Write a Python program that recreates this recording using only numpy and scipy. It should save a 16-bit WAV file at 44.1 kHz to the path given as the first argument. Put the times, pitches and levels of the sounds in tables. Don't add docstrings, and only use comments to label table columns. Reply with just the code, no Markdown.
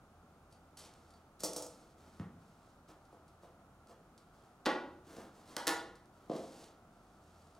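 import sys
import numpy as np
from scipy import signal
from scipy.fft import rfft, irfft
from scipy.io import wavfile

SR = 44100
rng = np.random.default_rng(int(sys.argv[2]) if len(sys.argv) > 2 else 0)


def pcm_store(signal):
    levels = np.round(np.clip(np.atleast_2d(signal), -1, 1) * 32767)
    wavfile.write(sys.argv[1], SR, levels.astype(np.int16).T)


N = 335020
TIME_S = np.arange(N) / SR
FREQS_HZ = np.fft.rfftfreq(N, 1 / SR)
RING_S = TIME_S[:SR // 2]

# freq_hz, level_db
FAN_SPECTRUM = [(20, -13.5), (60, -4), (170, 1), (330, -4), (520, -8), (720, -2.5), (1000, -10.5),
                (1350, -6), (1800, -26), (2500, -36), (5000, -35), (9000, -30.5), (12000, -35.5),
                (16000, -39)]
# pitch_hz, width_hz, level_db
FAN_HUM = [(46, 6.7, -77), (82.55, 1.95, -73.5)]
# freq_hz, t60_s, wet_db
ROOM_BANDS = [(102, 0.96, -4.5), (302, 0.66, 0.5), (814, 0.56, 6), (1920, 0.5, 2.5), (4770, 0.43, -4.5),
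              (9000, 0.34, -5.5), (15000, 0.22, -6)]

# freq_hz, level_db
BLADE_SPECTRUM = [(800, -7), (1800, -10), (2700, -9.5), (3700, -4.5), (4500, 1), (5300, -1), (7000, -6),
                  (9300, -2.5), (12000, -10), (16000, -33)]
RATTLE_SPECTRUM = [(800, -41), (1800, -19.5), (2700, -14.5), (4000, -7.5), (5300, 2), (6700, -2), (9500, 0),
                   (12000, -9), (16000, -14)]
CARD_CRACK_SPECTRUM = [(40, -13), (150, -10), (500, -3.5), (1200, 1.5), (2000, 2), (2500, -0.5),
                       (3400, 3.5), (5000, 5.5), (7000, 1.5), (10500, 1), (16000, -8)]
CARD_HISS_SPECTRUM = [(600, 8.5), (1500, -3.5), (2500, -3), (3600, 1.5), (4600, 3.5), (6000, 2),
                      (9500, -2.5), (12000, -11), (16000, -25)]
CARD_PANEL_SPECTRUM = [(80, -23), (200, 6), (320, 9.5), (500, -0.5), (800, -6), (1400, -4.5), (2200, -15.5),
                       (5000, -27)]

# pitch_hz, level_db, t60_s
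CUTTER_MODES = [(175, -11, 0.019), (310, -5.5, 0.12), (476, -1, 0.046), (650, -3, 0.034),
                (875, -8.5, 0.035), (1280, -9, 0.0091)]
STEEL_MODES = [(4540, -7, .2), (5500, 0, .047), (6360, 0, .057), (6760, 2, .08), (8500, -2, .057),
               (10500, -2, .03)]
BOX_MODES = [(96, -5, 0.12), (158, 0.5, 0.073), (221, -2.5, 0.02), (485, -16, 0.016), (1010, -18.5, 0.0017)]
CARTON_MODES = [(256, -1.5, 0.021), (326.5, -2.5, 0.11), (363.2, -5.5, 0.39), (466, 2, 0.021),
                (577, 1.5, 0.057), (624, -4, 0.053), (788, 3.5, 0.018), (799, 1.5, 0.085),
                (854, -4.5, 0.077), (960, -1, 0.16), (1063, 0, 0.082), (1140, -1, 0.023), (1397, -1, 0.031),
                (1472, 1.5, 0.12), (1692, 6, 0.017), (1804, -18.5, 0.069), (1890, -2, 0.014),
                (1960, 5, 0.053), (2790, -21, 0.041)]
LID_MODES = [(125, -15, 0.12), (222, -5.5, 0.041), (327, -3, 0.051), (460, -4.5, 0.025),
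             (543.4, -5.5, 0.03), (697, -10, 0.025), (1026, -18, 0.013), (1220, -23, 0.02)]

# start_s, length_s, hiss_db, panel_db
FINGER_STROKES = [(.9, 0.33, -77, -88), (1.8, 0.15, -75.5, -95), (1.96, 0.32, -74.5, -75),
                  (2.38, 0.42, -78.5, -96), (4.32, .22, -78.5, -82), (6.12, 0.24, -80.5, -76),
                  (6.9, 0.34, -81, -92), (7.2, 0.41, -76.5, -90)]
# start_s, length_s, hiss_db, panel_db
CARD_STROKES = [(.785, 0.12, -61, -85), (5.03, 0.29, -66.5, -61.5), (5.31, 0.18, -71.5, -72),
                (5.45, 0.13, -64.5, -66.5), (6.29, 0.25, -63, -87), (6.47, 0.26, -63.5, -74)]
# start_s, length_s, hiss_db, panel_db
CUTTER_SCRAPES = [(.505, 0.067, -76, -90), (.768, 0.06, -57, -88), (1.392, 0.06, -59, -67),
                  (1.68, 0.21, -73.5, -79)]
# start_s, level_db, t60_s
TICKS = [(.525, -41, .028), (0.772, -32.5, 0.025), (0.79, -37, 0.022), (0.938, -40.5, 0.0096),
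         (1.1055, -43.5, .034), (1.138, -46, .023), (3.051, -47, 0.052), (3.279, -44.5, 0.065),
         (3.8715, -44.5, .015), (4.178, -37.5, 0.038), (5.217, -47, .008), (5.9547, -40.5, 0.048),
         (6.0572, -49, 0.0087), (6.6413, -36.5, .016), (7.55, -44.5, 0.016)]
# knock_s, knock_db, rub_db
SHORT_RUBS = [(2.892, -32, -68.5), (3.127, -31.5, -78), (3.432, -31, -73), (3.894, -30.5, -70),
              (7.563, -38.5, -82)]
# start_s, level_db
BLADE_PINGS = [(.7725, -42), (1.1367, -45)]
# start_s, landing_db, tip_click_db
CUTTER_DROP = [(1.4048, -35, -25.5), (1.4345, -11.5, -33), (1.4398, -19, -23), (1.448, -21, -18),
               (1.5336, -42, -21), (1.5626, -16, -35), (1.5664, -33, -24), (1.6225, -25, -24.5),
               (1.665, -35, -30)]
# start_s, thud_db, crack_db, top_hz
BOX_BUMP = [(2.198, -11, -36, 1600)]
LID_ON_CARTON = [(4.654, -27, -31, 5000), (4.658, -16, -12, 3900), (4.6628, -21, -6.5, 2350),
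                 (4.6662, -2, -11, 1250), (5.5662, -13, -12, 9500), (5.6697, -20, -11.5, 15100),
                 (5.6725, -8.5, -8, 14000), (5.6787, -9, -7, 10000), (5.6851, -17, -15, 9000),
                 (5.692, -25, -12.5, 9700), (5.6993, -23, -32, 7000)]
LID_THUMPS = [(5.166, -25.5, -34.5, 9000), (5.181, -22.5, -36, 1500), (6.2965, -8, -34, 4030),
              (6.315, -17, -33, 4000), (6.334, -16, -33, 4000), (6.353, -17, -36, 7000),
              (6.3622, -20, -30, 6660)]

# freq_hz, left_lead_rad
PORT_PHASE = [(100, .02), (250, .13), (500, .23), (1000, .34), (2000, .42), (6500, .53), (9500, .22),
              (14000, .35)]
# freq_hz, gain_db
PORT_SIDE = [(100, -32), (500, -24), (1000, -19), (2000, -14), (4000, -12.5), (9000, -9.5), (14000, -7)]
# freq_hz, gain_db
PORT_SHADE = [(150, 0.12), (1000, -0.6), (12000, -0.62)]
# freq_hz, level_db
SELF_NOISE_SPECTRUM = [(100, 7.5), (1000, 16), (2500, 8), (5000, 2), (7000, 1.5), (9000, -54), (16000, -24)]


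def undb(db):
    return 10 ** (np.asarray(db) / 20)


def across(points, hz):
    point_hz, value = np.transpose(points)
    return np.interp(np.log(hz + 1e-3), np.log(point_hz), value)


def unit(x):
    return x / np.sqrt(np.sum(x ** 2))


def decay(time_s, t60_s):
    return np.exp(-np.log(1000) * time_s / t60_s)


def colour(x, spectrum):
    y = irfft(rfft(x) * undb(across(spectrum, FREQS_HZ)), N)
    return y / np.std(y)


def add(track, start_s, sound):
    i = int(start_s * SR)
    track[i:i + len(sound)] += sound[:N - i]


def fan(air_db=-63.5):
    air = np.array([colour(rng.standard_normal(N), FAN_SPECTRUM) for _ in range(2)]) * undb(air_db)
    for pitch_hz, width_hz, level_db in FAN_HUM:
        detune = 2 * (FREQS_HZ - pitch_hz) / width_hz
        hum = irfft(rfft(rng.standard_normal(N)) / (1 + detune ** 2), N)
        air[0] += undb(level_db) * hum / np.std(hum)
    return air


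def reflections(delay_s=0.003, build_s=0.01):
    bands_hz, t60s_s, wets_db = np.transpose(ROOM_BANDS)
    time_s = TIME_S[:SR]
    bins_hz = np.fft.rfftfreq(SR, 1 / SR)
    noise = rfft(rng.standard_normal((2, SR)))
    onset = np.clip((time_s - delay_s) / build_s, 0, 1)
    tail = 0
    for share, t60_s, wet_db in zip(np.eye(len(bands_hz)), t60s_s, wets_db):
        band = irfft(noise * across(np.c_[bands_hz, share], bins_hz), SR)
        tail += undb(wet_db) * band * unit(onset * decay(time_s, t60_s))
    return tail


def room(direct, sway_hz=1.25):
    sway_rad = 2 * np.pi * TIME_S * sway_hz
    out = np.zeros((2, N))
    for weight in (np.cos(sway_rad), np.sin(sway_rad)):
        out += signal.fftconvolve([direct * weight], reflections(), axes=1)[:, :N]
    out[0] += direct
    return out


def friction(strokes, spectrum, rise_share, fall_share, slips_per_s, scatter_db):
    hiss_gain, panel_gain = np.zeros(N), np.zeros(N)
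    for start_s, length_s, hiss_db, panel_db in strokes:
        progress = (TIME_S - start_s) / length_s
        speed = np.clip(np.minimum(progress / rise_share, (1 - progress) / fall_share), 0, 1)
        hiss_gain += undb(hiss_db) * speed
        panel_gain += undb(panel_db) * speed
    sizes = undb(scatter_db * np.minimum(rng.exponential(size=N), 5))
    slipping = rng.random(N) < slips_per_s / SR
    slips = slipping * sizes * rng.choice([-1, 1], N)
    return hiss_gain * colour(slips, spectrum) + panel_gain * colour(slips, CARD_PANEL_SPECTRUM)


def crack(spectrum, top_hz, t60_s, size=8192):
    bins_hz = np.fft.rfftfreq(size, 1 / SR)
    magnitude = undb(across(spectrum, bins_hz)) / np.sqrt(1 + (bins_hz / top_hz) ** 4)
    cepstrum = irfft(np.log(magnitude))
    cepstrum[1:size // 2] *= 2
    cepstrum[size // 2 + 1:] = 0
    burst = rfft(rng.standard_normal(size) * decay(RING_S[:size], t60_s))
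    burst /= np.abs(burst) ** 0.7
    return unit(irfft(burst * np.exp(rfft(cepstrum)))[:size // 2])


def thud(modes, tilt_db_per_oct):
    out = 0
    for k, (pitch_hz, level_db, t60_s) in enumerate(modes):
        detune = 1 + 0.0049 * rng.standard_normal()
        ring = np.sin(2 * np.pi * pitch_hz * detune * RING_S) * decay(RING_S, t60_s)
        out += (-1) ** k * undb(level_db + tilt_db_per_oct * np.log2(pitch_hz)) * unit(ring)
    low_cut = signal.butter(3, modes[0][0] * 0.74, "high", fs=SR, output="sos")
    return unit(signal.sosfilt(low_cut, out))


def fingers(grip_rate_hz=10, grip_sway_db=0.5):
    grip = np.interp(TIME_S * grip_rate_hz, np.arange(N), rng.standard_normal(N))
    brush = friction(FINGER_STROKES, CARD_HISS_SPECTRUM, rise_share=0.084, fall_share=0.24,
                     slips_per_s=1200, scatter_db=1)
    return undb(grip_sway_db * grip) * brush


def ticks():
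    out = np.zeros(N)
    for start_s, level_db, t60_s in TICKS:
        add(out, start_s, undb(level_db) * crack(BLADE_SPECTRUM, top_hz=10800, t60_s=t60_s))
    return out


def card_rubbing(lead_s=0.019, rub_s=0.063, panel_over_hiss_db=3.5):
    rubs = [(knock_s - lead_s, rub_s, rub_db, rub_db + panel_over_hiss_db)
            for knock_s, _, rub_db in SHORT_RUBS]
    out = friction(CARD_STROKES + rubs, CARD_HISS_SPECTRUM, rise_share=0.26, fall_share=0.41,
                   slips_per_s=4000, scatter_db=2)
    for knock_s, knock_db, _ in SHORT_RUBS:
        add(out, knock_s, undb(knock_db) * thud(LID_MODES, tilt_db_per_oct=6.5))
    return out


def cutter(top_hz=14000, rattle_over_landing_db=1.5, steel_db=-11):
    contacts = friction(CUTTER_SCRAPES, BLADE_SPECTRUM, rise_share=0.11, fall_share=0.55,
                        slips_per_s=2900, scatter_db=1)
    for start_s, landing_db, tip_click_db in CUTTER_DROP:
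        rattle_db = landing_db + rattle_over_landing_db
        add(contacts, start_s, undb(landing_db) * thud(CUTTER_MODES, tilt_db_per_oct=-2.5))
        add(contacts, start_s, undb(rattle_db) * crack(RATTLE_SPECTRUM, top_hz, t60_s=0.1))
        add(contacts, start_s, undb(tip_click_db) * crack(RATTLE_SPECTRUM, top_hz, t60_s=0.015))
    steel = undb(steel_db) * signal.fftconvolve(contacts, thud(STEEL_MODES, 0))[:N]
    for start_s, level_db in BLADE_PINGS:
        add(steel, start_s, undb(level_db) * thud(STEEL_MODES[:1], 0))
    return contacts + steel


def blows(hits, modes, hard_tilt_db_per_oct, hard_t60_s, hard_hz=10000):
    out = np.zeros(N)
    for start_s, thud_db, crack_db, top_hz in hits:
        softness_oct = np.log2(hard_hz / top_hz)
        tilt_db_per_oct = hard_tilt_db_per_oct - 1.05 * softness_oct
        t60_s = hard_t60_s * 2 ** (0.64 * softness_oct)
        add(out, start_s, undb(thud_db) * thud(modes, tilt_db_per_oct))
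        add(out, start_s, undb(crack_db) * crack(CARD_CRACK_SPECTRUM, top_hz, t60_s))
    return out


def box():
    bump = blows(BOX_BUMP, BOX_MODES, hard_tilt_db_per_oct=4, hard_t60_s=0.0079)
    knocks = blows(LID_ON_CARTON, CARTON_MODES, hard_tilt_db_per_oct=-3, hard_t60_s=0.013)
    thumps = blows(LID_THUMPS, LID_MODES, hard_tilt_db_per_oct=1.5, hard_t60_s=0.039)
    return bump + knocks + thumps


def scene():
    handling = cutter() + box() + card_rubbing() + fingers() + ticks()
    mid, side = room(handling) + fan()
    side = irfft(rfft(side) * undb(across(PORT_SIDE, FREQS_HZ)), N)
    half_lead = np.exp(0.5j * across(PORT_PHASE, FREQS_HZ))
    shade = undb(across(PORT_SHADE, FREQS_HZ))
    left = irfft(rfft(mid + side) * half_lead * shade, N)
    right = irfft(rfft(mid - side) / half_lead, N)
    return np.array([left, right])


def record(dry, hiss_db=-74, top_hz=15800):
    hiss = undb(hiss_db) * np.array([colour(rng.standard_normal(N), SELF_NOISE_SPECTRUM) for _ in dry])
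    low_pass = signal.ellip(10, 0.2, 70, top_hz, fs=SR, output="sos")
    return signal.sosfilt(low_pass, dry + hiss)


dry = scene()
out = record(dry)
pcm_store(out)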